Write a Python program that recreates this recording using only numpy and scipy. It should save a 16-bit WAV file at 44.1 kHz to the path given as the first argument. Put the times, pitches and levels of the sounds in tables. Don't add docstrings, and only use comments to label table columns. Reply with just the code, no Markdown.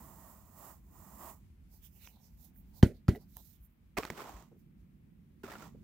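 import sys
import numpy as np
from scipy import signal
from scipy.fft import rfft, irfft
from scipy.io import wavfile

SR = 44100
rng = np.random.default_rng(int(sys.argv[2]) if len(sys.argv) > 2 else 0)


def gain_from_decibels(decibels):
    exponent = np.asarray(decibels, float) / 20
    return 10 ** exponent


def generate_wav(signal):
    frames = np.transpose(np.atleast_2d(signal))
    scaled = np.clip(frames, -1, 1) * 32767
    pcm = np.round(scaled).astype(np.int16)
    wavfile.write(sys.argv[1], SR, pcm)


N = 257103

# time_s, level_db, brightness_db
RUMBLE = [
    [(0.0, -61, 3), (0.39, -58.5, -7.5), (0.66, -64.5, 1), (1.08, -57.5, -3), (1.73, -59, -8),
     (2.15, -64.5, -3), (2.7, -57, -5.5), (3.25, -60, -3), (3.72, -64, -6.5), (3.95, -67.5, 1),
     (4.7, -65, 4.5), (5.13, -65, 3), (5.4, -60.5, -1), (5.83, -62.5, 8)],
]
# pitch_hz, level_db [dB per Hz]
DEEP_RUMBLE = [(20, -32), (32, -17), (45, 4.5), (62, 2), (95, -3), (130, -25), (200, -48)]
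UPPER_RUMBLE = [(60, -38), (100, -8), (140, 1), (210, 1), (270, -7.5), (360, -15.5), (500, -28.5),
                (800, -59)]
# pitch_hz, level_db [dB per Hz]
MIC_HISS = [(260, -31), (450, -13.5), (680, -19), (1780, -23.5), (1950, -22.5), (2330, -22.5), (6730, -41),
            (16000, -24.5)]
MIC_HISS_DB = -79

# pitch_hz, likeness [1 = same]
FLOOR_LIKENESS = [(60, 0.91), (240, 0.87), (950, -1.3), (3770, -0.8), (15000, -0.9)]
NEAR_LIKENESS = [(60, -0.92), (180, 1), (550, 0.83), (1650, 0.47), (4970, 0.041), (15000, -1.7)]
HIT_LIKENESS = [(200, 0.95), (800, 0.85), (2000, 0.75), (5000, .6), (12000, .4)]
# pitch_hz, left_minus_right_db
LEFT_SHADOW = [(60, 2.5), (130, -8.5), (290, 0.5), (640, -3.5), (1410, -4), (3100, -8), (6820, -8),
               (15000, -23.5)]

# start_s, crack_db, thump_db, contact_ms, tail_db
KNOCKS = [
    (2.8287, -27, -3.5, 3.4, -34),
    (3.0826, -33, -11, 4.5, -38),
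    (4.1015, -27.5, -33, 1.16, -57),
    (5.438, -54.5, -39, 2.06, -59),
]
# pitch_hz, level_db, t60_s
TABLE_MODES = [(43.97, -24.5, .2), (77.4, -13, 0.11), (110.7, -13, 0.11), (143, -14.5, 0.035),
               (200, -14.5, 0.038), (247.5, -23.5, 0.21), (335, -19, 0.049), (354, -18, .07),
               (450, -37.5, .05)]
# start_s, peak_db, pitch_hz, t60_s
TABLE_PUSHES = [
    (1.501, -41, 78.6, 0.058),
    (3.601, -43.5, 52.8, 0.22),
    (4.341, -41, 53, 0.25),
]
# pitch_hz, level_db [dB per Hz]
CRACK_COLOUR = [(200, -17), (800, 7), (1300, 1), (2000, 4), (3000, -9), (5000, -8.5), (9000, -15),
                (15000, -12.5)]
# pitch_hz, t60_s, level_db
ROOM_TAIL = [(179, .2, 7.5), (313, 0.16, 7), (545, 0.22, -6.5), (1100, 0.061, -7.5), (1750, 0.17, -10.5),
             (3350, 0.13, -12.5), (5500, 0.052, -9), (12100, 0.062, -12)]
HAZE_DB, HAZE_HOLD_MS, HAZE_T60_MS = -19.5, 33, 170
FLAT_MS, TILT_PER_CONTACT, THUMP_SKEW = 1.04, 1.3, 0.75

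# start_s, peak_db, pitch_hz, ring_t60_ms
STRUCK_MODES = [(2.828, -28, 3100, 22), (2.8283, -32.5, 8500, 5.1), (2.8283, -32, 12000, 3),
                (2.832, -30, 500, 23), (4.1035, -33, 320, 20), (2.838, -44, 3070, 60),
                (2.828, -38, 5400, 12), (3.0825, -39.5, 754, 37), (3.0825, -42, 1800, 25),
                (3.086, -46, 1550, 27), (2.828, -30, 1800, 22), (2.827, -38.5, 3870, 16),
                (2.8286, -31.5, 860, 38), (2.838, -42, 1500, 57), (2.8285, -34.5, 1600, 20),
                (2.834, -35.5, 430, 80), (3.083, -30.5, 1330, 26), (3.095, -47, 1960, 77),
                (3.0828, -45, 2600, 18), (3.1498, -46, 2000, 28), (3.158, -57, 3860, 25),
                (3.159, -52, 1950, 45), (3.159, -56, 2950, 20), (4.0343, -38, 1200, 29),
                (4.0337, -39, 4200, 5), (4.0515, -34, 4200, 5), (4.0515, -40, 6700, 4),
                (4.1022, -34, 2070, 8), (4.1033, -39, 7400, 5.4), (4.1022, -42, 4000, 5.6),
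                (3.636, -54, 13500, 3), (3.632, -60, 12000, 3), (4.0338, -34, 2500, 5),
                (3.369, -49, 6000, 2.9)]
# start_s, peak_db, pitch_hz, ring_t60_ms
BUMPS = [(2.0739, -39.5, 2660, 7.1), (2.0735, -51.5, 990, 17), (2.171, -53.5, 760, 13),
         (2.829, -25.5, 4880, 4), (3.082, -38, 4880, 13), (3.368, -53, 753, 35), (3.368, -47.5, 950, 17),
         (3.3687, -25, 13600, 1.6), (4.0337, -26, 2350, 2.6), (4.078, -46, 1290, 12),
         (4.1025, -33.5, 950, 11), (4.205, -34, 1100, 11), (5.438, -35.5, 395, 35)]
BUMP_MS, BUMP_BRIGHT_DB = 0.6, -23.5
# start_s, peak_db, pitch_hz, ring_t60_ms
TICKS = [(2.56, -70, 1930, 20), (3.1495, -60, 2020, 13), (3.984, -23, 373, 27), (4.0513, -31.5, 800, 8),
         (4.066, -44, 6200, 3.3), (5.478, -49, 2700, 5), (5.509, -48, 4300, 3), (5.607, -51, 1320, 10),
         (5.537, -48, 1700, 8), (5.535, -51, 4500, 5.4), (5.584, -50, 7160, 4)]
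TICK_MS, TICK_BRIGHT_DB = 2.1, 0.5
# start_s, peak_db, pitch_hz, length_ms, bright_db
RATTLES = [(2.898, -40.5, 410, 23, -18), (3.157, -39.5, 450, 21, -18), (3.15, -43.5, 755, 8.7, -27),
           (3.9765, -26.5, 1120, 10, -10), (3.9815, -35.5, 3330, 1.6, -7), (4.1918, -41, 1100, 5.4, -12),
           (5.624, -45.5, 1360, 6.5, -15), (5.479, -44, 650, 8.8, -25), (3.9695, -35, 2500, 9.1, -1.5),
           (3.971, -31.5, 2100, 9.6, -5), (3.9695, -35, 1300, 8, -14.5), (3.972, -30, 820, 6, -20.5),
           (3.99, -39, 1100, 20, -20.5), (3.978, -30, 560, 10, -25), (3.9765, -27, 740, 12.4, -15),
           (3.979, -30.5, 450, 22, -20), (4.252, -44, 850, 13, -16), (4.291, -36, 830, 4.4, -11),
           (4.516, -47.5, 400, 14.3, -35), (5.437, -42.5, 1400, 4.4, -13), (5.477, -40.5, 1270, 14, -18),
           (5.517, -48, 870, 11, 4), (5.532, -47, 1230, 9.5, -4), (5.553, -38.5, 1420, 8, -18),
           (5.745, -49.5, 450, 14, -36), (5.768, -52.5, 260, 19, -40), (5.512, -49.5, 1900, 14, -4),
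           (5.455, -46, 1270, 8, -13), (4.53, -58, 405, 40, -40)]
RATTLE_T60_MS = 24

# middle_s, length_ms, hiss_db, hollow_db, hollow_hz
GRIPS = [(1.752, 116, -69, -79, 4700), (1.852, 80, -62, -66, 3250), (1.97, 200, -72.5, -80.5, 2800),
         (2.055, 150, -65, -64.5, 2820), (2.02, 67, -100, -67, 3900), (2.055, 38, -100, -60.5, 3800),
         (2.065, 48, -100, -61, 5500), (2.15, 180, -78, -74.5, 3970), (2.25, 102, -72.5, -69, 5500),
         (2.34, 170, -82.5, -94, 4780), (2.441, 130, -65.5, -76.5, 3820), (2.585, 96, -83, -57, 14700),
         (2.7, 120, -92, -69, 14800), (2.779, 91, -65, -71, 4340), (2.969, 86, -81.5, -74.5, 4240),
         (3.159, 40, -66.5, -73, 4000), (3.216, 86, -75, -74, 4700), (3.33, 140, -74, -84, 4100),
         (3.385, 84, -66.5, -70, 3820), (3.47, 210, -66.5, -78, 4000), (3.55, 120, -83, -80.5, 3470),
         (3.647, 64, -84, -62, 12900), (3.61, 62, -97, -70.5, 14100), (3.72, 100, -100, -77.5, 13900),
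         (4.601, 79, -82, -101, 5000)]
# middle_s, length_ms, level_db
SQUEEZES = [(1.751, 124, -78), (1.97, 140, -83), (2.149, 290, -75), (2.28, 180, -87), (2.443, 200, -77),
            (2.62, 270, -83.5), (2.78, 110, -71), (3.216, 79, -71.5), (3.389, 61, -64)]
# pitch_hz, level_db [dB per Hz]
SKIN_COLOUR = [(3000, -37.5), (5000, -9.5), (7000, -8.5), (9500, -11.5), (12000, -2), (15000, 2.5),
               (15700, -1)]

# time_s, effort_db [paddle level]
STROKES = [
    [(0.0, -62), (0.04, -61), (0.146, -64), (0.296, -62.5), (0.442, -71), (0.528, -69.5)],
    [(0.586, -61.5), (0.65, -57), (0.712, -59.5), (0.788, -78.5), (0.82, -86)],
    [(0.908, -76.5), (0.942, -69), (1.008, -64), (1.098, -64), (1.18, -61), (1.224, -54.5), (1.302, -54.5),
     (1.42, -89), (1.49, -101)],
    [(3.99, -41.5), (4.019, -51.5), (4.07, -53.5), (4.094, -63)],
    [(4.112, -57), (4.136, -58.5), (4.204, -48), (4.25, -54), (4.292, -53), (4.312, -57.5), (4.422, -62.5),
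     (4.502, -85.5), (4.6, -99)],
    [(5.434, -53.5), (5.458, -56), (5.5, -57.5), (5.52, -53), (5.578, -59.5), (5.63, -54.5), (5.668, -58.5),
     (5.726, -79.5), (5.83, -92)],
]
# time_s, share [0-1]
MESH_SHARE = [(3.9, 0), (3.95, 1), (4.22, 0.75), (4.29, 0.22), (4.6, 0.12), (5.4, .9), (5.58, 0.76),
              (5.66, 0.2)]
# pitch_hz, width_hz, level_db
WOOL_PADDLE = [(306.4, 97, -11), (637, 69, -4.5), (850, 290, 1), (1078, 196, 2.5), (1347, 350, -8),
               (1897, 100, -14)]
MESHED_PADDLE = [(356, 110, -4.5), (534, 130, 0.5), (630, 240, 2.5), (950, 410, -2.5), (1290, 190, -2),
                 (1900, 830, -7)]
# pitch_hz, level_db [dB per Hz]
SCRATCH_COLOUR = [(1200, -29), (2000, -7.5), (3000, -7.5), (4500, -10), (6000, -5), (8000, -22.5)]
WOOL_FIBRE = [(3200, -22.5), (5600, -10), (7500, -3), (8500, -7.5), (9800, -9), (12000, -3.5), (15000, 1),
              (15700, 4.5)]
MESHED_FIBRE = [(4500, -29), (6200, 2.5), (7500, -2), (9800, -15), (12000, -6.5), (15000, -5),
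                (15700, -0.5)]
# level_db [at -60 dB effort], slope [dB per dB]
WOOL_SCRATCH = (-76, 1.4)
WOOL_HISS = (-58.5, 0.86)
BARE_SCRATCH = (-66, 0.84)
BARE_HISS = (-68.5, 0.78)


def in_time(spans):
    time_s, *columns = np.transpose(np.concatenate(spans))
    return [np.interp(np.arange(N) / SR, time_s, column) for column in columns]


def at_hz(points, hz):
    points = np.array(points)
    return np.interp(np.log(hz + 1), np.log(points[:, 0]), points[:, 1])


def rms_one(x):
    return x / np.sqrt(np.mean(x ** 2) + 1e-20)


def colour(x, spectrum):
    size = 8192
    hz = np.arange(size // 2 + 1) * SR / size
    cepstrum = irfft(np.log(gain_from_decibels(at_hz(spectrum, hz))))
    cepstrum[1:size // 2] *= 2
    cepstrum[size // 2 + 1:] = 0
    impulse = irfft(np.exp(rfft(cepstrum)))
    return signal.fftconvolve(x, impulse[None], axes=-1)[:, :N]


def band_filter(x, order, hz, kind):
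    return signal.sosfilt(signal.butter(order, hz, kind, fs=SR, output="sos"), x)


def ring(x, pitch_hz, t60_s):
    radius, turn = gain_from_decibels(-60 / (t60_s * SR)), 2 * np.pi * pitch_hz / SR
    return signal.lfilter([0, np.sin(turn)], [1, -2 * radius * np.cos(turn), radius * radius], x + 1e-18)


def drift(rate_hz):
    steps = rng.standard_normal(4000)
    return rms_one(np.interp(np.arange(N) / SR * rate_hz * 2, np.arange(len(steps)), steps))


def burst(start_s, length_ms, t60_ms):
    age = np.arange(N) / SR - start_s
    return (age >= 0) * gain_from_decibels(-60 * np.clip(age - length_ms / 1000, 0, 2) / (t60_ms / 1000))


def swell(cut, middle_s, length_ms):
    age = np.arange(N)[cut] / SR - middle_s
    return np.exp(-2 * (age / (length_ms / 2000)) ** 2)


def ports(pair, likeness, balance):
    hz = np.arange(N // 2 + 1) * SR / N
    alike = np.clip(at_hz(likeness, hz), 0, 1)
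    first, second = rfft(pair)
    left = (alike * first + np.sqrt(1 - alike ** 2) * second) * gain_from_decibels(at_hz(balance, hz))
    return irfft([left, first], N)


def releases(per_s, spread_db):
    force_db = spread_db * np.minimum(rng.exponential(1, (2, N)), 5)
    sizes = gain_from_decibels(force_db) * rng.choice([-1, 1], (2, N))
    return sizes * (rng.random((2, N)) < per_s / SR)


def room_tone():
    deep_db, bright_db = in_time(RUMBLE)
    deep, upper, hiss = (rms_one(colour(rng.standard_normal((2, N)), spectrum))
                         for spectrum in (DEEP_RUMBLE, UPPER_RUMBLE, MIC_HISS))
    noise = gain_from_decibels(deep_db + 1.5 + 2.1 * drift(7.9)) * deep
    noise += gain_from_decibels(deep_db + bright_db + 2.0) * upper
    noise += gain_from_decibels(MIC_HISS_DB) * hiss
    return ports(noise, FLOOR_LIKENESS, [(60, -0.16), (250, -4.5), (700, 1.6), (2400, 4.0), (8000, -2.6)])


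def table_thumps():
    t, push, dip = np.arange(N) / SR, np.zeros(N), np.zeros(N)
    for start_s, _, thump_db, contact_ms, _ in KNOCKS:
        delay_s = TILT_PER_CONTACT * (contact_ms - FLAT_MS) / 1000
        phase = np.clip((t - start_s - delay_s) / (contact_ms / 1000), 0, 1)
        push += gain_from_decibels(thump_db) * np.sin(np.pi * phase ** THUMP_SKEW) ** 2
        lead = np.clip((t - start_s) / (delay_s + 0.00039), 0, 1)
        dip -= gain_from_decibels(thump_db - 14.5) * np.sin(np.pi * lead)
    out = push + dip
    for pitch_hz, level_db, t60_s in TABLE_MODES:
        speed = np.gradient(ring(push, pitch_hz, t60_s)) * SR / (2 * np.pi * pitch_hz)
        out += gain_from_decibels(level_db - 38.5) * speed
    for start_s, peak_db, pitch_hz, t60_s in TABLE_PUSHES:
        age = np.clip(t - start_s, 0, 2)
        onset = 1 - np.exp(-age / 0.0013)
        out += gain_from_decibels(peak_db - 60 * age / t60_s) * onset * np.sin(2 * np.pi * pitch_hz * age)
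    left = gain_from_decibels(0.5) * signal.lfilter([0.12], [1, -0.88], out)
    return np.array([left, out])


def knock_cracks():
    out, noise = np.zeros((2, N)), rng.standard_normal((2, N))
    crack = rms_one(colour(noise, CRACK_COLOUR))
    for start_s, crack_db, *_ in KNOCKS:
        out += gain_from_decibels(crack_db - 5.5) * burst(start_s, 0.28, 25) * crack
    for pitch_hz, t60_s, level_db in ROOM_TAIL:
        band = rms_one(band_filter(noise[::-1], 4, [pitch_hz * 0.76, pitch_hz * 1.32], "band"))
        for start_s, *_, tail_db in KNOCKS:
            out += gain_from_decibels(tail_db + level_db) * burst(start_s + 0.0033, 2.8, 1000 * t60_s) * band
    haze = band_filter(noise[:, ::-1], 2, 4200, "high")
    for start_s, *_, tail_db in KNOCKS:
        out += gain_from_decibels(tail_db + HAZE_DB) * burst(start_s + 0.009, HAZE_HOLD_MS, HAZE_T60_MS) * haze
    return out


def struck_paddle():
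    out = np.zeros(N)
    for start_s, peak_db, pitch_hz, t60_ms in STRUCK_MODES:
        start, touch = int(start_s * SR), np.zeros(SR // 4)
        touch[:2] = 0.5
        out[start:start + len(touch)] += gain_from_decibels(peak_db) * ring(touch, pitch_hz, t60_ms / 1000)
    return out


def tooth_snaps():
    out, rattle = np.zeros((2, N)), releases(per_s=4600, spread_db=0.0)
    tick = rms_one(colour(rattle, CRACK_COLOUR))
    catches = [(*bump, BUMP_BRIGHT_DB, BUMP_MS) for bump in BUMPS]
    catches += [(*spring, TICK_BRIGHT_DB, TICK_MS) for spring in TICKS]
    catches += [(start_s, peak_db, pitch_hz, RATTLE_T60_MS, bright_db, length_ms)
                for start_s, peak_db, pitch_hz, length_ms, bright_db in RATTLES]
    for start_s, peak_db, pitch_hz, t60_ms, bright_db, length_ms in catches:
        cut = slice(int(start_s * SR), int((start_s + 0.2) * SR))
        shape = burst(start_s, length_ms, 6)[cut]
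        force = rattle[:, cut] * shape
        force[:, 1] += 4.5 * min(1, 3.7 / length_ms)
        body = ring(force, pitch_hz, t60_ms / 1000)
        bright = gain_from_decibels(bright_db - 6.0) * shape * tick[:, cut]
        out[:, cut] += gain_from_decibels(peak_db) * (body / np.abs(body).max() + bright)
    return out


def hand_grips():
    out, rub = np.zeros((2, N)), rms_one(releases(per_s=9000, spread_db=2) * gain_from_decibels(drift(40)))
    skin = rms_one(colour(rub, SKIN_COLOUR))
    for middle_s, length_ms, hiss_db, hollow_db, hollow_hz in GRIPS:
        cut = slice(int((middle_s - 0.2) * SR), int((middle_s + 0.2) * SR))
        t60_s = 7 / hollow_hz
        hollow = rms_one(ring(ring(rub[:, cut], hollow_hz, t60_s), hollow_hz, t60_s))
        slide = gain_from_decibels(hiss_db + 10.5) * skin[:, cut] + gain_from_decibels(hollow_db) * hollow
        out[:, cut] += swell(cut, middle_s, length_ms) * slide
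    firm = sum(gain_from_decibels(level_db) * swell(slice(None), middle_s, length_ms)
               for middle_s, length_ms, level_db in SQUEEZES)
    return out + firm * rms_one(ring(rub, 850, 0.0086))


def paddle(teeth, modes):
    out = 0
    for k, (pitch_hz, width_hz, level_db) in enumerate(modes):
        gain = (-1) ** k * gain_from_decibels(level_db) * np.sqrt(width_hz)
        out = out + gain * ring(teeth, pitch_hz, 1.52 / width_hz)
    return rms_one(out)


def follows(law, effort_db):
    level_db, slope = law
    return level_db + slope * (effort_db + 60)


def combing():
    effort_db, = in_time(STROKES)
    t, engaged = np.arange(N) / SR, np.ones(N)
    for stroke, following in zip(STROKES, STROKES[1:]):
        lift_s, land_s = stroke[-1][0], following[0][0]
        if land_s - lift_s > 0.25:
            engaged[(t > lift_s) & (t < land_s)] = 0
    fine = releases(per_s=5400, spread_db=0.0) * gain_from_decibels(0.35 * drift(33))
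    coarse = rms_one(releases(per_s=1500, spread_db=4) * gain_from_decibels(3 * drift(60)))
    hairs = rms_one(releases(per_s=7800, spread_db=1.1))
    share = np.clip(in_time([MESH_SHARE])[0], 0, 1)
    bare = share > 0
    scratch_db = np.where(bare, follows(BARE_SCRATCH, effort_db), follows(WOOL_SCRATCH, effort_db))
    fibre_db = np.where(bare, follows(BARE_HISS, effort_db), follows(WOOL_HISS, effort_db))
    wood = np.sqrt(share) * paddle(coarse, MESHED_PADDLE) + np.sqrt(1 - share) * paddle(fine, WOOL_PADDLE)
    scratch = rms_one(colour(hairs + 0.78 * share * coarse, SCRATCH_COLOUR))
    meshed_hiss = rms_one(colour(hairs + 0.87 * coarse, MESHED_FIBRE))
    fibre = np.where(bare, meshed_hiss, rms_one(colour(hairs, WOOL_FIBRE)))
    layers = gain_from_decibels(effort_db + 3.0) * wood
    layers += gain_from_decibels(scratch_db + 2.5) * scratch
    layers += gain_from_decibels(fibre_db + 10.5) * fibre
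    return engaged * layers


def scene():
    rubbing = ports(combing() + hand_grips(), NEAR_LIKENESS, LEFT_SHADOW)
    hits = ports(tooth_snaps() + knock_cracks() + struck_paddle(), HIT_LIKENESS, LEFT_SHADOW)
    return rubbing + hits + table_thumps() + room_tone()


def top_cut(x):
    return signal.sosfilt(signal.butter(12, 16960, fs=SR, output="sos"), x)


def record(dry):
    wet = band_filter(dry, 2, 46, "high")
    mix = signal.sosfilt(signal.cheby2(10, 30, 16100, fs=SR, output="sos"), wet)
    return top_cut(mix)


dry = scene()
out = record(dry)
generate_wav(out)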